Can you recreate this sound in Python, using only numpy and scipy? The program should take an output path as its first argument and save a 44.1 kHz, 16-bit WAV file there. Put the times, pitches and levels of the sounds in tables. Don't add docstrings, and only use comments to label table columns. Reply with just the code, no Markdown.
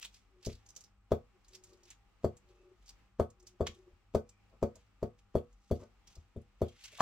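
import sys
import numpy as np
from scipy import signal
from scipy.fft import rfft, irfft, next_fast_len
from scipy.io import wavfile
from scipy.ndimage import uniform_filter1d

SR = 44100
rng = np.random.default_rng(int(sys.argv[2]) if len(sys.argv) > 2 else 0)


def gain_from_decibels(decibels):
    exponent = np.asarray(decibels, float) / 20
    return 10 ** exponent


def dump(signal):
    limited = np.clip(np.atleast_2d(signal).T, -1, 1)
    pcm = np.round(limited * 32767).astype(np.int16)
    wavfile.write(sys.argv[1], SR, pcm)


N = 309141
DESK_LAG, SHEET_LAG = 1, 2


def noise(*shape):
    return rng.standard_normal(shape)


def unit(x):
    return x / np.sqrt(np.mean(x ** 2))


def colour(x, points):
    hz, db = np.transpose(points)
    size = next_fast_len(N, real=True)
    grid = np.arange(size // 2 + 1) * SR / size + 1
    gain = gain_from_decibels(np.interp(np.log(grid), np.log(hz), db))
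    return irfft(rfft(x, size) * gain, size)[..., :N]


def band(x, hz, width_hz):
    return signal.lfilter(*signal.iirpeak(hz, hz / width_hz, fs=SR), x)


def ring(modes, size, delay_ms=0.):
    t = np.maximum(np.arange(size) / SR - delay_ms / 1000, 0)
    out = np.zeros(size)
    for k, (hz, db, t60) in enumerate(modes):
        out += (-1) ** k * gain_from_decibels(db) * np.sin(2 * np.pi * hz * t) * 1000 ** (-t / t60)
    return out


def push(x, ms):
    u = np.arange(int(1.5 * ms * SR / 1000) + 3) / (ms * SR / 8000)
    return signal.fftconvolve(x, u ** 2 * np.exp(-u))[:len(x)]


def add(track, s, sound, peak_db):
    i = int(s * SR)
    part = sound[..., :N - i]
    track[..., i:i + part.shape[-1]] += part * gain_from_decibels(peak_db) / np.abs(sound).max()


def walk(rate):
    k = int(SR / rate)
    steps = np.repeat(noise(N // k + 1), k)
    return unit(uniform_filter1d(steps, k)[:N])


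def pair(x, pan_db, lag):
    return np.array([np.roll(x, lag) * gain_from_decibels(pan_db / 2), x * gain_from_decibels(-pan_db / 2)])


def spikes(t, rise_s):
    return gain_from_decibels(2.5 * rng.exponential(size=len(t))) * (1 - np.exp(-t / rise_s))


def strokes(peak_s, peak_db, swell_s, fade_s):
    t, gain = np.arange(N) / SR, np.zeros(N)
    for s, db, swell, fade in zip(peak_s, peak_db, swell_s, fade_s):
        near = slice(max(int((s - 2 * swell) * SR), 0), int((s + 2 * fade) * SR))
        distance = np.maximum((s - t[near]) / swell, (t[near] - s) / fade)
        gain[near] += gain_from_decibels(db - 30 * distance)
    return gain


# f/Hz, level/dB per Hz
AIR_COLOUR = [(25, -17.5), (50, -13.5), (72, -28), (100, -22.5), (135, -19.5), (200, -19.5), (300, -21.5),
              (620, -28), (800, -23), (1250, -28.5), (2700, -29), (3500, -35.5), (8000, -43),
              (15700, -51.5)]
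# f/Hz, width/Hz, level/dB
FAN_LINES = [
    (47, 12, -72),
    (101.6, 8, -79.5),
    (196.6, 10, -87.5),
    (806, 6.1, -90.5),
    (1233, 230, -87.5),
    (5300, 3, -108),
]


def air():
    mid, side = colour(noise(2, N), AIR_COLOUR)
    side = colour(side, [(60, -1.5), (250, -2), (800, -5.0), (4500, 0.5)])
    tone = unit(mid + side * np.array([[1], [-1]])) * gain_from_decibels(-77.5 + 1.7 * walk(5.5))
    fan = np.zeros(N)
    for hz, width, db in FAN_LINES:
        fan += unit(band(band(noise(N), hz, width), hz, 2 * width)) * gain_from_decibels(db)
    whine_hz, pulses_hz = 8080, 29.8
    gate = np.sin(2 * np.pi * pulses_hz * np.arange(N) / SR) > 0
    whine = unit(band(band(noise(N) * gate, whine_hz, 300), whine_hz, 423)) * gain_from_decibels(-100)
    return tone + pair(fan, 1.5, DESK_LAG) + whine


def room(x):
    t, t60_s = np.arange(SR // 2) / SR, 0.17
    tail = noise(2, len(t)) * 1000 ** (-t / t60_s) * (t > .004)
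    tail /= np.sqrt(np.sum(tail ** 2, axis=1, keepdims=True))
    return signal.fftconvolve(x[None], tail, axes=1)[:, :N] * gain_from_decibels(-7.5)


# peak t/s, level/dB, swell t/s, fade t/s, f/Hz
SQUEAKS = [
    (2.619, -81, .2, 0.13, 2600),
    (4.36, -81, .4, .3, 2400),
    (6.1, -78, 0.13, .08, 3300),
    (7.07, -55, .01, .08, 2520),
    (6.69, -67.5, 0.057, 0.064, 3200),
]


def squeak():
    film, out, width_hz = noise(2, N), np.zeros((2, N)), 90
    for s, db, swell, fade, hz in SQUEAKS:
        out += unit(band(band(film, hz, width_hz), hz, width_hz)) * strokes([s], [db], [swell], [fade])
    return out


# f/Hz, width/Hz, level/dB
DRAG_TONES = [
    (366.1, 23, 0),
    (458, 28, -15.5),
    (578, 40, -16.5),
    (1143, 150, -23),
]
# peak t/s, level/dB, swell t/s, fade t/s
DRAG_SURGES = [(.38, -69.5, 0.17, 0.22), (1.366, -72.5, 0.084, 0.033), (1.552, -67.5, 0.13, 0.21),
               (1.73, -64.5, 0.12, 0.093), (1.876, -73.5, 0.24, .06), (2.508, -66, 0.056, 0.084),
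               (2.622, -72.5, 0.11, 0.32), (2.724, -66.5, 0.38, 0.049), (3.44, -68, 0.1, 0.048),
               (3.56, -74, 0.31, .03), (3.768, -66.5, 0.024, 0.32), (3.804, -75, 0.18, 0.078),
               (3.88, -63.5, 0.031, .06)]


def drag():
    slip, hum = noise(N), np.zeros(N)
    for hz, width, db in DRAG_TONES:
        hum += gain_from_decibels(db) * unit(band(band(slip, hz, width), hz, width))
    hum /= 0.34 + np.sqrt(uniform_filter1d(hum ** 2, 1500))
    return unit(hum) * strokes(*np.transpose(DRAG_SURGES))


# f/Hz, level/dB per Hz
SHEET_COLOUR = [(1500, -33.5), (2800, -11), (3900, 0.5), (5900, 6), (7700, 2), (10000, 0), (15700, -16)]
# peak t/s, level/dB, level of the low part/dB, swell t/s, fade t/s
RUSTLES = [(0.044, -47.5, -49.5, .065, 0.037), (0.15, -58.5, -66.5, 0.051, 0.1),
           (0.461, -58, -59, .07, 0.16), (0.53, -67, -73, .1, .09), (0.664, -77.5, -95, 0.026, 0.18),
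           (0.763, -62.5, -70.5, .012, 0.12), (1.53, -74, -82, .25, 0.028),
           (1.55, -57.5, -62.5, 0.034, .035), (1.652, -63.5, -78, 0.041, 0.23),
           (1.914, -62, -61.5, 0.087, 0.049), (2.494, -78, -81, .07, 0.51), (2.906, -60, -70, 0.12, 0.03),
           (3.469, -60.5, -76, 0.014, .055), (3.669, -49, -42.5, 0.011, 0.042),
           (3.746, -72, -80, 0.11, 0.22), (4.3, -74.5, -81.5, 0.083, 0.077), (4.756, -72, -73, .017, 0.22),
           (5.19, -74.5, -78.5, 0.046, .07), (5.835, -67.5, -77, 0.48, 0.069),
           (6.075, -61, -67.5, 0.014, 0.21), (6.69, -66, -74, 0.036, 0.057), (6.858, -55, -59.5, .08, 0.04),
           (6.986, -60.5, -59, 0.46, 0.12), (7.01, -35, -36, 0.027, .1)]


def rustle():
    grains = noise(2, N) * gain_from_decibels(2.8 * np.minimum(rng.exponential(size=N), 7) + 3.0 * walk(120))
    grains[0] = .7 * np.roll(grains[1], SHEET_LAG) + .7 * grains[0]
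    settles = [(s + 0.032, db - 53, db - 50, .01, 0.035) for s, db, *_ in DABS]
    touches = [(s, db - 46, db - 49, 0.022, .01) for s, db, *_ in DABS]
    s, high_db, low_db, swell, fade = np.transpose(RUSTLES + settles + touches)
    high = unit(colour(grains, SHEET_COLOUR)) * strokes(s, high_db, swell, fade)
    low = unit(band(band(grains, 2600, 2200), 2600, 3000)) * strokes(s, low_db, swell, fade)
    return (high + low) * gain_from_decibels(-3)


# t/s, peak level/dB, patch f/Hz, left minus right level/dB
CRACKLES = [(0.0157, -47, 3300, 5), (0.0488, -37, 3660, 5), (0.1438, -54.5, 5000, 5),
            (0.4293, -50.5, 5000, 5), (0.4503, -42, 4780, 5), (0.4614, -36, 5730, -1),
            (0.5285, -51, 4640, 8), (0.6895, -49, 6350, -12), (0.7029, -45.5, 6280, -1),
            (0.764, -40, 6230, -7), (0.774, -54, 6460, 5), (0.8085, -48, 6430, -3), (0.84, -48, 5700, -1),
            (1.5341, -53, 4600, 8), (1.5507, -44, 5520, -3), (1.6393, -48.5, 7250, 2),
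            (1.9038, -44.5, 7050, 5), (2.8918, -46.5, 5260, 6.5), (3.471, -47.5, 5900, -7),
            (3.6695, -35, 6300, 5), (4.7564, -53.5, 6840, -5), (6.0737, -54, 5700, 4.5),
            (6.155, -53, 5400, 5), (6.8237, -58, 4020, -4), (6.8398, -42.5, 4770, 5),
            (6.8533, -44, 6200, -5), (6.9192, -49.5, 2840, 5), (6.9279, -49, 2550, 7),
            (6.9455, -53, 2720, -7), (6.9753, -48.5, 3520, 0.5)]
# t/s, peak level/dB, patch f/Hz
FAINT_CRACKLES = [(0.0325, -70, 2760), (0.5058, -53, 4430), (0.552, -56.5, 4370), (0.6636, -54.5, 6600),
                  (0.7529, -57.5, 6200), (0.8638, -64.5, 5330), (1.447, -61, 4620), (1.4833, -56.5, 6900),
                  (1.7322, -61.5, 4970), (1.8345, -56.5, 5940), (1.8546, -58.5, 5670), (1.8815, -61.5, 5320),
                  (2.3695, -54.5, 7700), (2.488, -65, 4200), (2.825, -64.5, 3550), (2.8608, -59, 5740),
                  (2.88, -53, 5250), (3.303, -57.5, 7100), (3.4, -62, 6220), (3.427, -59, 7000), (3.4889, -60, 3170),
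                  (3.7472, -61, 3600), (4.2927, -53.5, 7300), (4.498, -70.5, 4850), (5.1887, -69, 5440),
                  (5.5286, -68.5, 6850), (5.8011, -62, 2530), (6.4166, -68, 9380), (6.6837, -54.5, 4010),
                  (6.8046, -71.5, 2740)]


def crackle():
    out, t = np.zeros((2, N)), np.arange(4000) / SR
    rise_s, t60_s, faint_pan_db = .002, 0.048, 3
    for s, db, hz, pan_db in CRACKLES + [(*row, faint_pan_db) for row in FAINT_CRACKLES]:
        ticks = noise(2, 4000) * spikes(t, rise_s) * 1000 ** (-t / t60_s)
        ticks = pair(ticks[0], np.clip(pan_db, -5, 5), SHEET_LAG) + 0.98 * ticks[::-1]
        patch = band(band(ticks, hz, 0.39 * hz), hz, .5 * hz)
        fizz = band(band(ticks, 8600, 6400), 5200, 8500)
        add(out, s - rise_s, patch + 0.51 * fizz + 0.16 * ticks, db + 2.5)
    return out


# f/Hz, level/dB, time to fade 60 dB t/s
BARREL = [(688, -1.5, 0.031), (1129, 3.5, 0.024), (1730, -5.5, 0.035), (2550, -10, 0.013),
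          (3060, -38, 0.009), (4730, -21, .02), (7000, -29, .015), (11500, -30, .012)]


def barrel_blow():
    return push(ring(BARREL, size=4000), 0.52)


# t/s, peak level/dB
DROP = [
    (6.986, -45.5),
    (6.993, -44),
    (6.999, -39),
    (7.002, -32),
    (7.0052, -15),
]


def drop():
    out = np.zeros(N)
    for s, db in DROP:
        add(out, s, -barrel_blow(), db)
    return out


def tip_over():
    out = np.zeros(N)
    add(out, 3.668, barrel_blow(), -38)
    return out


# f/Hz, level/dB, time to fade 60 dB t/s
DESK = [(46, -10.5, 0.097), (79.7, -2.5, 0.15), (109, -18, 0.247), (146.1, -18, 0.24), (193.6, -15, 0.16),
        (219.4, -10.5, 0.19), (246.4, -17, 0.21), (332.7, -19.5, 0.22), (361.2, -8, 0.14),
        (433.9, -6.5, 0.14), (483, -11, 0.21), (486, -25, 0.21), (563, -6.5, 0.15), (576.4, -28, 0.18),
        (662.4, -16, 0.11), (711, -9, 0.13), (784, -25.5, 0.17), (790, -17.5, 0.077), (888, -18.5, 0.15),
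        (1003, -34.5, 0.33), (1127, -28.5, 0.32), (1113, -22, 0.16), (1276, -28, 0.25), (1494, -20.5, 0.15),
        (1663, -24, 0.0973), (1669, -34, 0.17), (1720, -39.5, 0.099)]
# delay/ms, f/Hz, level/dB, time to fade 60 dB t/s
WAVES = [
    (3.59, 602.3, 11.5, 0.018),
    (5.577, 523, 5.5, 0.0075),
    (6.673, 1250, -7.5, 0.04),
    (20.394, 460, 2, 0.016),
]
DESK_SIZE = SR // 3


def bending_waves():
    out = -ring([(300, 1, 0.011)], size=DESK_SIZE)
    for delay_ms, *mode in WAVES:
        out += ring([mode], size=DESK_SIZE, delay_ms=delay_ms)
    return out


def desk_ring(modes):
    return ring(modes, size=DESK_SIZE, delay_ms=2.394)


# t/s, peak level/dB, contact/ms
BUMPS = [
    (.53, -50, 13),
    (3.681, -44.5, 3.9),
    (3.919, -58, 13.4),
    (6.169, -45, 12.7),
    (7.004, -27, 3.4),
]


def bumps():
    out, body = np.zeros(N), bending_waves() + desk_ring(DESK)
    for s, db, ms in BUMPS:
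        add(out, s, push(body, ms), db)
    return out


# t/s, length t/s, peak level/dB
SCUFFS = [
    (0.469, 0.037, -49.5),
    (0.755, 0.036, -71),
    (4.498, 0.069, -58.5),
    (4.741, 0.033, -56.5),
    (5.775, 0.081, -44.5),
    (6.154, 0.023, -60),
    (6.912, 0.035, -59),
]


def scuffs():
    out, body = np.zeros(N), bending_waves() + desk_ring(DESK)
    for s, length, db in SCUFFS:
        size = int(length * SR)
        grind = push(noise(size) * np.hanning(size), 0.1)
        add(out, s, signal.fftconvolve(grind, body), db)
    return out


# f/Hz, width/Hz, level/dB
TUBE = [(2250, 300, -4), (3400, 260, 0), (4500, 300, 0), (5900, 350, -5), (7250, 300, -1), (8400, 260, 0),
        (9500, 350, -6), (11250, 260, -1), (12300, 350, -5), (15000, 400, -9)]


def tube_rattle():
    out, t = np.zeros((2, N)), np.arange(5000) / SR
    tube_db, rattle_t60_s, slap_t60_s = -31, .11, .05
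    for s, db, _, _, slap_db in DABS:
        rattle = (noise(5000) + noise(2, 5000)) * spikes(t, .003)
        fading = rattle * 1000 ** (-t / rattle_t60_s)
        rung = np.zeros((2, 5000))
        for (hz, width, level_db), grip_db in zip(TUBE, 3.5 * noise(len(TUBE))):
            tone = band(fading, hz * (1 + grip_db / 150), 1.4 * width)
            rung += gain_from_decibels(level_db + grip_db) * band(tone, hz, 2 * width)
        add(out, s, rung, db + tube_db)
        slap = band(band(rattle * 1000 ** (-t / slap_t60_s), 4000, 7600), 4500, 13000)
        add(out, s, slap, slap_db)
    return out


def wash():
    out, t = np.zeros((2, N)), np.arange(8000) / SR
    hz, width_hz, wash_db, t60_s, rise_s = 1290, 880, -26, .1, .004
    for s, db, contact_ms, *_ in DABS:
        burst = noise(2, 8000) * (1 - np.exp(-t / rise_s)) * 1000 ** (-t / t60_s)
        add(out, s, band(band(burst, hz, width_hz), hz, width_hz), db + wash_db - 3. 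* contact_ms)
    return out


# t/s, peak level/dB, contact/ms, level of bending waves over the desk's ring/dB, slap level/dB
DABS = [(0.467, -28.5, 3.54, 3, -56), (1.116, -16.5, 1.2, 4.1, -38.5), (2.242, -19.5, 1.4, 4, -45),
        (3.1955, -18, 0.72, 2.5, -43.5), (3.6045, -22, 1.14, -0.5, -51.5), (4.1466, -17.5, 1.04, 2, -39),
        (4.6252, -20, 1.17, 1, -46), (5.0262, -24, 1.46, 2, -49), (5.3511, -17.5, 1.47, 3.5, -49),
        (5.71, -21, 2.12, 2, -46), (6.36, -36.5, 3.4, -2.5, -85), (6.615, -20, 1.57, 3, -46.5)]


def dabs():
    out, waves = np.zeros(N), bending_waves()
    for s, db, contact_ms, waves_db, _ in DABS:
        tip = noise(400) * np.hanning(400)
        add(out, s - 0.0098, push(tip, 1.6), db - 30)
        spot = DESK + noise(len(DESK), 3) * [0, 2.5, 0]
        blow = gain_from_decibels(waves_db) * waves + desk_ring(spot)
        add(out, s - .0007, push(blow, contact_ms), db)
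    return out


def scene():
    wood = dabs() + bumps() + scuffs() + tip_over()
    bright = crackle() + rustle() + tube_rattle() + pair(drop(), 2.7, SHEET_LAG)
    thump = pair(wood + drag(), 2.7, DESK_LAG) + room(band(wood, 1100, 1900)) * gain_from_decibels(0.5)
    return thump + bright + room(bright.mean(axis=0)) + air() + wash() + squeak()


def low_pass(x):
    return signal.sosfilt(signal.butter(12, 15820, fs=SR, output="sos"), x)


def record(dry):
    heard = colour(dry, [(7600, 2.5), (8800, -4.5), (16000, 3)])
    return low_pass(heard)


dry = scene()
out = record(dry)
dump(out)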